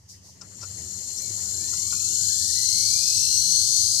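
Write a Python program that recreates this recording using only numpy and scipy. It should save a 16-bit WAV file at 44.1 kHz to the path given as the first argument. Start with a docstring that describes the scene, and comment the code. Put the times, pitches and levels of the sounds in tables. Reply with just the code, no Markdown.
"""A bare hard drive spins up on a carpet, close by, in a quiet room with a low hum.
Two soft swishes come first. The spindle then rubs loosely, hissing through the ringing metal casing,
with a dull scrape, small knocks and, just after 1 s, brief squeaks. As speed builds, a rough whine enters
and the rub becomes a pattern that repeats every turn and climbs in pitch. Two more knocks come before 2 s;
near the end the whine sinks into the hiss."""
import sys
import numpy as np
from scipy import signal
from scipy.fft import rfft, irfft
from scipy.io import wavfile

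SR = 44100
rng = np.random.default_rng(int(sys.argv[2]) if len(sys.argv) > 2 else 0)


def store_pcm(level_fs):
    """Save levels as 16-bit WAV."""
    pcm = np.round(np.clip(level_fs, -1, 1) * 32767).astype(np.int16)
    wavfile.write(sys.argv[1], SR, np.atleast_2d(pcm).T)


N = 176400
TOP_HZ = 14600


def spindle(turns, speed_rps):
    """Loose rub gives way to a per-turn pattern; both ring the casing, whose colour shifts with speed."""
    # Each row: time in seconds, level in dB.
    hiss_level = [(0, -77), (.35, -58.5), (.46, -48.5), (.68, -37), (1.2, -30.5), (1.7, -26.5), (2.2, -23),
                  (2.8, -22), (3.4, -22.5), (4, -22)]
    # Each row: resonance in Hz, width in Hz, left gain in dB, right gain in dB, low-speed change in dB.
    casing_modes = [(3068, 260, -24.5, -43, -11), (3592, 250, -17, -33, -12.5),
                    (3950, 160, -18.5, -27, -18.5), (4164, 109, 1, -12, -14), (4333, 106, 1.5, -13, -18),
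                    (4666, 150, -3.5, -21, -15), (4850, 120, -2, -40, -22.5), (5044, 153, -4, -42, -14.5),
                    (5465, 165, -2.5, -25, -15.5), (5640, 220, -11, -21.5, -17),
                    (5832, 188, 0.5, -27.5, -13.5), (6224, 154, 4, -27, -21), (6430, 260, -18, -17, -11.0),
                    (6393, 240, -5.5, -40.0, -5.5), (6670, 137, -2, -9.5, -10),
                    (7026, 190, -1.5, -13.5, -4), (7186, 120, -9.5, -37.5, 3),
                    (7450, 183, -10.5, -18.5, -1.5), (7767, 223, -16, -28, -3.5),
                    (8040, 230, -7.5, -4.0, -20.5), (8310, 220, -6.5, -17.0, -11),
                    (8560, 130, -9.5, -32.5, -17), (8800, 450, -15.0, -15.5, -8.5),
                    (9180, 210, -15.0, -40, -7.5), (9520, 430, -14, -20.5, -19),
                    (10230, 630, -19, -18.0, -15), (10710, 440, -19.5, -43, -19.0),
                    (11370, 540, -19.5, -24.5, -8), (11970, 330, -18.5, -28.5, -10.5),
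                    (12400, 490, -21, -22, -27)]
    # Floor under the resonances. Each row: frequency in Hz, gain in dB.
    casing_floor = [(300, -75), (1000, -136), (2000, -103), (3000, -80), (8000, -40), (12500, -30),
                    (13200, -37), (14500, -48)]
    # Broad rub at low speed. Each row: frequency in Hz, gain in dB.
    slow_rub = [(300, -72), (1500, -74), (2200, -69), (2900, -39), (3300, -61), (4200, -46), (5000, -33),
                (6500, -29), (9000, -40), (12000, -40), (14500, -51)]
    # Each row: frequency in Hz, phase lead of the left side in radians.
    left_lead = [(0, 0), (3190, 5), (3700, 1.6), (4050, -1.5), (5860, 1), (6720, -9), (8440, -5),
                 (8790, -5), (9130, -1.5), (9470, -4.5), (10800, -8.5), (11300, -8.5), (13300, -3.5),
                 (14000, -1.5)]
    # Each row: frequency in Hz, weight (0-1) of the right side's part unrelated to the left.
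    stereo_spread = [(3000, 0.73), (4200, 0.66), (8000, 0.64), (12000, 0.8)]
    locked = 0.75 * ramp(speed_rps, 5.8, 30.5)  # share that repeats each turn
    left, unrelated = (np.sqrt(locked) * roughness(turns, speed_rps)
                       + np.sqrt(1 - locked) * rng.standard_normal(N) for _ in range(2))
    spread = across(stereo_spread)
    related = shaped(left, np.sqrt(1 - spread ** 2) * np.exp(-1j * across(left_lead)))
    drive = np.array([left, related + shaped(unrelated, spread)])
    hz, width_hz, left_db, right_db, change_db = np.array(casing_modes, float).T
    floor = undb(across(casing_floor))
    fast, slow = (np.array([np.hypot(resonances(zip(hz, width_hz, db + shift_db)), floor)
                            for db in (left_db, right_db)]) for shift_db in (0, change_db + 14))
    slow = np.hypot(slow, undb(across(slow_rub)))
    blend = ramp(speed_rps, 24, 40.1)
    hiss = blend * shaped(drive, unit(fast)) + (1 - blend) * shaped(drive, unit(slow))
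    flutter_db = 0.5 * walk(rate_hz=160) - 0.1 * np.sin(2 * np.pi * turns)
    return hiss * undb(curve(hiss_level) + flutter_db)


def roughness(turns, speed_rps, size=16384, max_order=1500):
    """Roughness around the spindle, passed once a turn; its bands climb with speed."""
    # Each row: centre and width in multiples of the turn rate, boost in dB.
    strong_bands = [(64.5, 2, 10), (68.6, 2, 9), (77.9, 1.5, 8.5), (82.4, 3.5, 7.5), (87.7, 3, 4),
                    (92.6, 1.5, 8.5), (104.4, 2, 3), (111.6, 2, 7), (118.7, 7, 6.5), (126.5, 4, 7),
                    (140.95, 2, 8), (154.3, 4, 5.5), (177.3, 14, 3.5), (268, 30, 1.5)]
    order = np.arange(size // 2 + 1)
    boost_db = sum(db * np.exp(-(2 * (order - centre) / width) ** 2) for centre, width, db in strong_bands)
    phase = 2 * np.pi * rng.random(len(order))
    ripple = np.exp(1j * phase) * undb(boost_db + 2.1 * rng.standard_normal(len(order)))
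    out, low = 0, 20
    while low < max_order:
        high = low + low // 3
        profile = irfft(ripple * ((order >= low) & (order < high)), size) * size
        fade = 1 - ramp(low * speed_rps, TOP_HZ, TOP_HZ + 1000)
        out = out + fade * np.interp(turns % 1 * size, np.arange(size), profile)
        low = high
    return out * np.sqrt(speed_rps / SR)


def whine(turns, speed_rps):
    """Rough partials, each a narrow noise band, climb and grow with speed, then sink into the hiss."""
    # Each row: multiple of the turn rate, relative level in dB at 40 turns/s, dB per doubling of speed.
    partials = [(57.3, -62, 20), (57.56, -58, 15), (59.6, -59, 4.5), (59.7, -64.5, 9), (81.7, -73, 20),
                (113, -71, 8), (114.8, -61.5, 6), (117.2, -57.5, 3), (120, -69, 3), (143, -69, 2),
                (161.5, -56, 8.5), (161.3, -61, 3)]
    # Each row: speed in turns per second, gain in dB.
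    speed_fade = [(0, -2), (40, 0), (48, -0.5), (53, -8.5), (61, -17)]
    band_hz = 36
    doublings = np.log2(speed_rps / 40 + 1e-6)
    tone = 0
    for multiple, db, growth_db in partials:
        phase = 2 * np.pi * multiple * turns
        band = walk(band_hz) * np.sin(phase) + walk(band_hz) * np.cos(phase)
        tone = tone + undb(db + growth_db * doublings) * band
    fade_db = np.interp(speed_rps, *np.array(speed_fade, float).T)
    return tone * ramp(speed_rps, 9.6, 15) * undb(fade_db) * stereo_db(1.5, -1.5)


def knocks():
    """Small padded knocks: a hollow body note and a metallic tick, each with a short tail."""
    # Each row: start in seconds, relative body and tick levels in dB.
    hits = [(0.409, -47.5, -30.5), (0.609, -52, -30.5), (0.625, -42.5, -29), (1.726, -43, -27),
            (1.919, -39.5, -26)]
    # Each row of both: resonance in Hz, width in Hz, gain in dB.
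    body_modes = [(410, 1200, -11), (1040, 350, -7), (1330, 180, 0), (1424, 70, 2), (2600, 620, -11.5)]
    tick_modes = [(4670, 370, -3), (5470, 1100, 6), (7060, 1600, -3)]
    rise_s, body_decay_s, tick_decay_s, tail_decay_s, tail_db = 0.0078, 0.011, 0.0057, 0.022, -24
    body = wide(resonances(body_modes), side=0.46)
    tick = wide(resonances(tick_modes), side=0.15) * stereo_db(4, -8)
    out = 0
    for start_s, body_db, tick_db in hits:
        age_s = np.maximum(times() - start_s, 0)
        rise = 1 - np.exp(-(age_s / rise_s) ** 2)
        tail = undb(tail_db) * np.exp(-age_s / tail_decay_s)
        for ring, db, decay_s in ((body, body_db, body_decay_s), (tick, tick_db, tick_decay_s)):
            out = out + 2 * ring * undb(db) * rise * (np.exp(-age_s / decay_s) + tail)
    return out


def squeaks():
    """As the motor picks up: a rising chirp, a tiny high squeak and a faint sagging tone, all unsteady."""
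    # Each row: peak time in seconds, pitch there in Hz, glide in Hz/s, half length in seconds, relative dB.
    glides = [(1.19, 5860, 26000, 0.012, -27.5), (1.225, 13750, 12000, .012, -47),
              (1.255, 2280, -1100, 0.064, -57.5)]
    out = 0
    for peak_s, hz, hz_per_s, half_s, db in glides:
        age_s = times() - peak_s
        phase = 2 * np.pi * (hz * age_s + hz_per_s * age_s ** 2 / 2) + 0.5 * walk(rate_hz=60)
        out = out + np.sin(phase) * np.exp(-(age_s / half_s) ** 2) * undb(db)
    return out * stereo_db(4, -10)


def swishes():
    """Two soft, bright swishes before the spin-up, over a faint steady hiss."""
    # Each row: start, attack and length in seconds, relative level in dB.
    swells = [(0.077, 0.019, 0.072, -46), (0.21, 0.063, 0.094, -46)]
    # Each row: frequency in Hz, gain in dB.
    spectrum = [(1000, -39), (3000, -27), (4800, -3), (6200, -0.5), (7500, -7), (9000, -13.5),
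                (14000, -20.5)]
    envelope = undb(-63.5)  # steady hiss
    for start_s, attack_s, length_s, db in swells:
        age_s = np.maximum(times() - start_s, 0)
        rise = 1 - np.exp(-(age_s / attack_s) ** 2)
        envelope = envelope + undb(db) * rise * np.exp(-(age_s / length_s) ** 2)
    return envelope * wide(undb(across(spectrum)), side=0.94) * stereo_db(1.5, -1.5)


def scrape():
    """Dull scraping while the spindle gathers speed; six bands flicker independently."""
    # Each row: frequency in Hz, gain in dB.
    spectrum = [(200, -13), (500, 4), (700, -0.5), (1000, -1.5), (1500, -8), (1900, -0.5), (2400, -9),
                (3000, -3.5), (3400, -9), (6000, -24)]
    # Each row: time in seconds, level in dB.
    level = [(0, -69), (.35, -61.5), (.7, -57), (1.05, -57), (1.3, -54), (1.6, -56), (2.0, -69.5),
             (2.5, -70), (3.2, -91), (4, -104)]
    flicker_db, spacing_oct = 3, 0.6
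    colour, octave = undb(across(spectrum)), np.log2(bins() / 400)
    out = 0
    for k in range(6):
        band = colour * np.exp(-(octave - spacing_oct * k) ** 2 / 0.2)
        mid, side = (shaped(rng.standard_normal(N), band) for _ in range(2))
        out = out + (mid + 1.04 * np.array([side, -side])) * undb(flicker_db * walk(rate_hz=19))
    return unit(out) * undb(curve(level))


def room():
    """A wavering low hum, an uneven dull rustle and a faint steady rumble."""
    # Each row: resonance in Hz, width in Hz, gain in dB.
    hum_modes = [(80.6, 8.6, -2), (98.9, 10.5, 0.5), (121, 13, -7), (159, 60, -16), (187.3, 12.5, -10)]
    # Each row of both: time in seconds, level in dB.
    hum_level = [(0, -57.5), (.35, -54), (.75, -46), (1.1, -51.5), (1.35, -46.5), (1.8, -48.5), (2.1, -46),
                 (2.9, -46), (3.4, -45), (4, -47)]
    rustle_level = [(0, -74), (.35, -64), (.7, -58), (1.7, -53), (2.3, -57), (3, -60.5), (4, -66.5)]
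    # Each row of both: frequency in Hz, gain in dB.
    rustle_spectrum = [(20, -17), (100, 8), (160, 5.5), (220, 5), (280, 3.5), (330, 2.5), (400, 2.5),
                       (520, -11.5), (700, -12), (1000, -62), (2000, -54), (14000, -31)]
    rumble_spectrum = [(15, -9), (30, 1), (48, 1), (62, -12), (200, -28), (1000, -66)]
    hum = wide(resonances(hum_modes), side=0.16) * undb(curve(hum_level))
    rustle = wide(undb(across(rustle_spectrum)), side=0.53)
    rustle *= undb(curve(rustle_level) + 2.5 * walk(rate_hz=12))
    rumble = wide(undb(across(rumble_spectrum)), side=0.55) * stereo_db(-71.5, -75.5)
    return hum + rustle + rumble


def undb(db):
    return 10 ** (np.asarray(db) / 20)


def stereo_db(left_db, right_db):
    return undb([[left_db], [right_db]])


def unit(x):
    return x / np.sqrt(np.mean(x ** 2))


def ramp(x, low, high):
    return np.clip((x - low) / (high - low), 0, 1)


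def times():
    return np.arange(N) / SR


def bins():
    return np.arange(N // 2 + 1) * SR / N + 1e-3


def curve(rows):
    """Join (s, value) rows by straight lines."""
    return np.interp(times(), *np.array(rows, float).T)


def across(rows):
    """Join (Hz, value) rows on a log-frequency axis."""
    hz, value = np.array(rows, float).T
    return np.interp(np.log(bins()), np.log(hz), value)


def resonances(rows):
    """Gain by frequency of steep resonances, summed in power."""
    peaks = (undb(db) / (1 + (2 * (bins() - hz) / width_hz) ** 2) for hz, width_hz, db in rows)
    return np.sqrt(sum(peak ** 2 for peak in peaks))


def shaped(x, gain):
    return irfft(rfft(x) * gain, N)


def noise(gain):
    return unit(shaped(rng.standard_normal(N), gain))


def wide(gain, side):
    """Coloured mid/side stereo noise."""
    return noise(gain) + side * noise(gain) * np.array([[1], [-1]])


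def walk(rate_hz):
    """Smooth random motion of rms 1."""
    return noise(1 / (1 + (bins() / rate_hz) ** 4))


def scene():
    """One speed curve drives hiss and whine; the other sounds run by the clock."""
    # Each row: time in seconds, spindle speed in turns per second.
    spin_up = [(.42, 0.49), (1.0, 6.5), (1.6, 14.2), (2.0, 21.6), (2.4, 29.6), (2.8, 37.4), (3.2, 45.7),
               (3.6, 53.6), (4.0, 58.6)]
    speed_rps = curve(spin_up)
    wander_turns = 0.0004 * walk(rate_hz=35)  # uneven rotation blurs the high partials
    turns = np.cumsum(speed_rps) / SR + wander_turns
    rotation = spindle(turns, speed_rps) + whine(turns, speed_rps)
    return rotation + scrape() + knocks() + swishes() + squeaks() + room()


def record(dry):
    """A steep low-pass cuts the top treble."""
    return signal.sosfilt(signal.ellip(10, 0.2, 80, TOP_HZ, fs=SR, output="sos"), dry)


dry = scene()
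out = record(dry)
store_pcm(out)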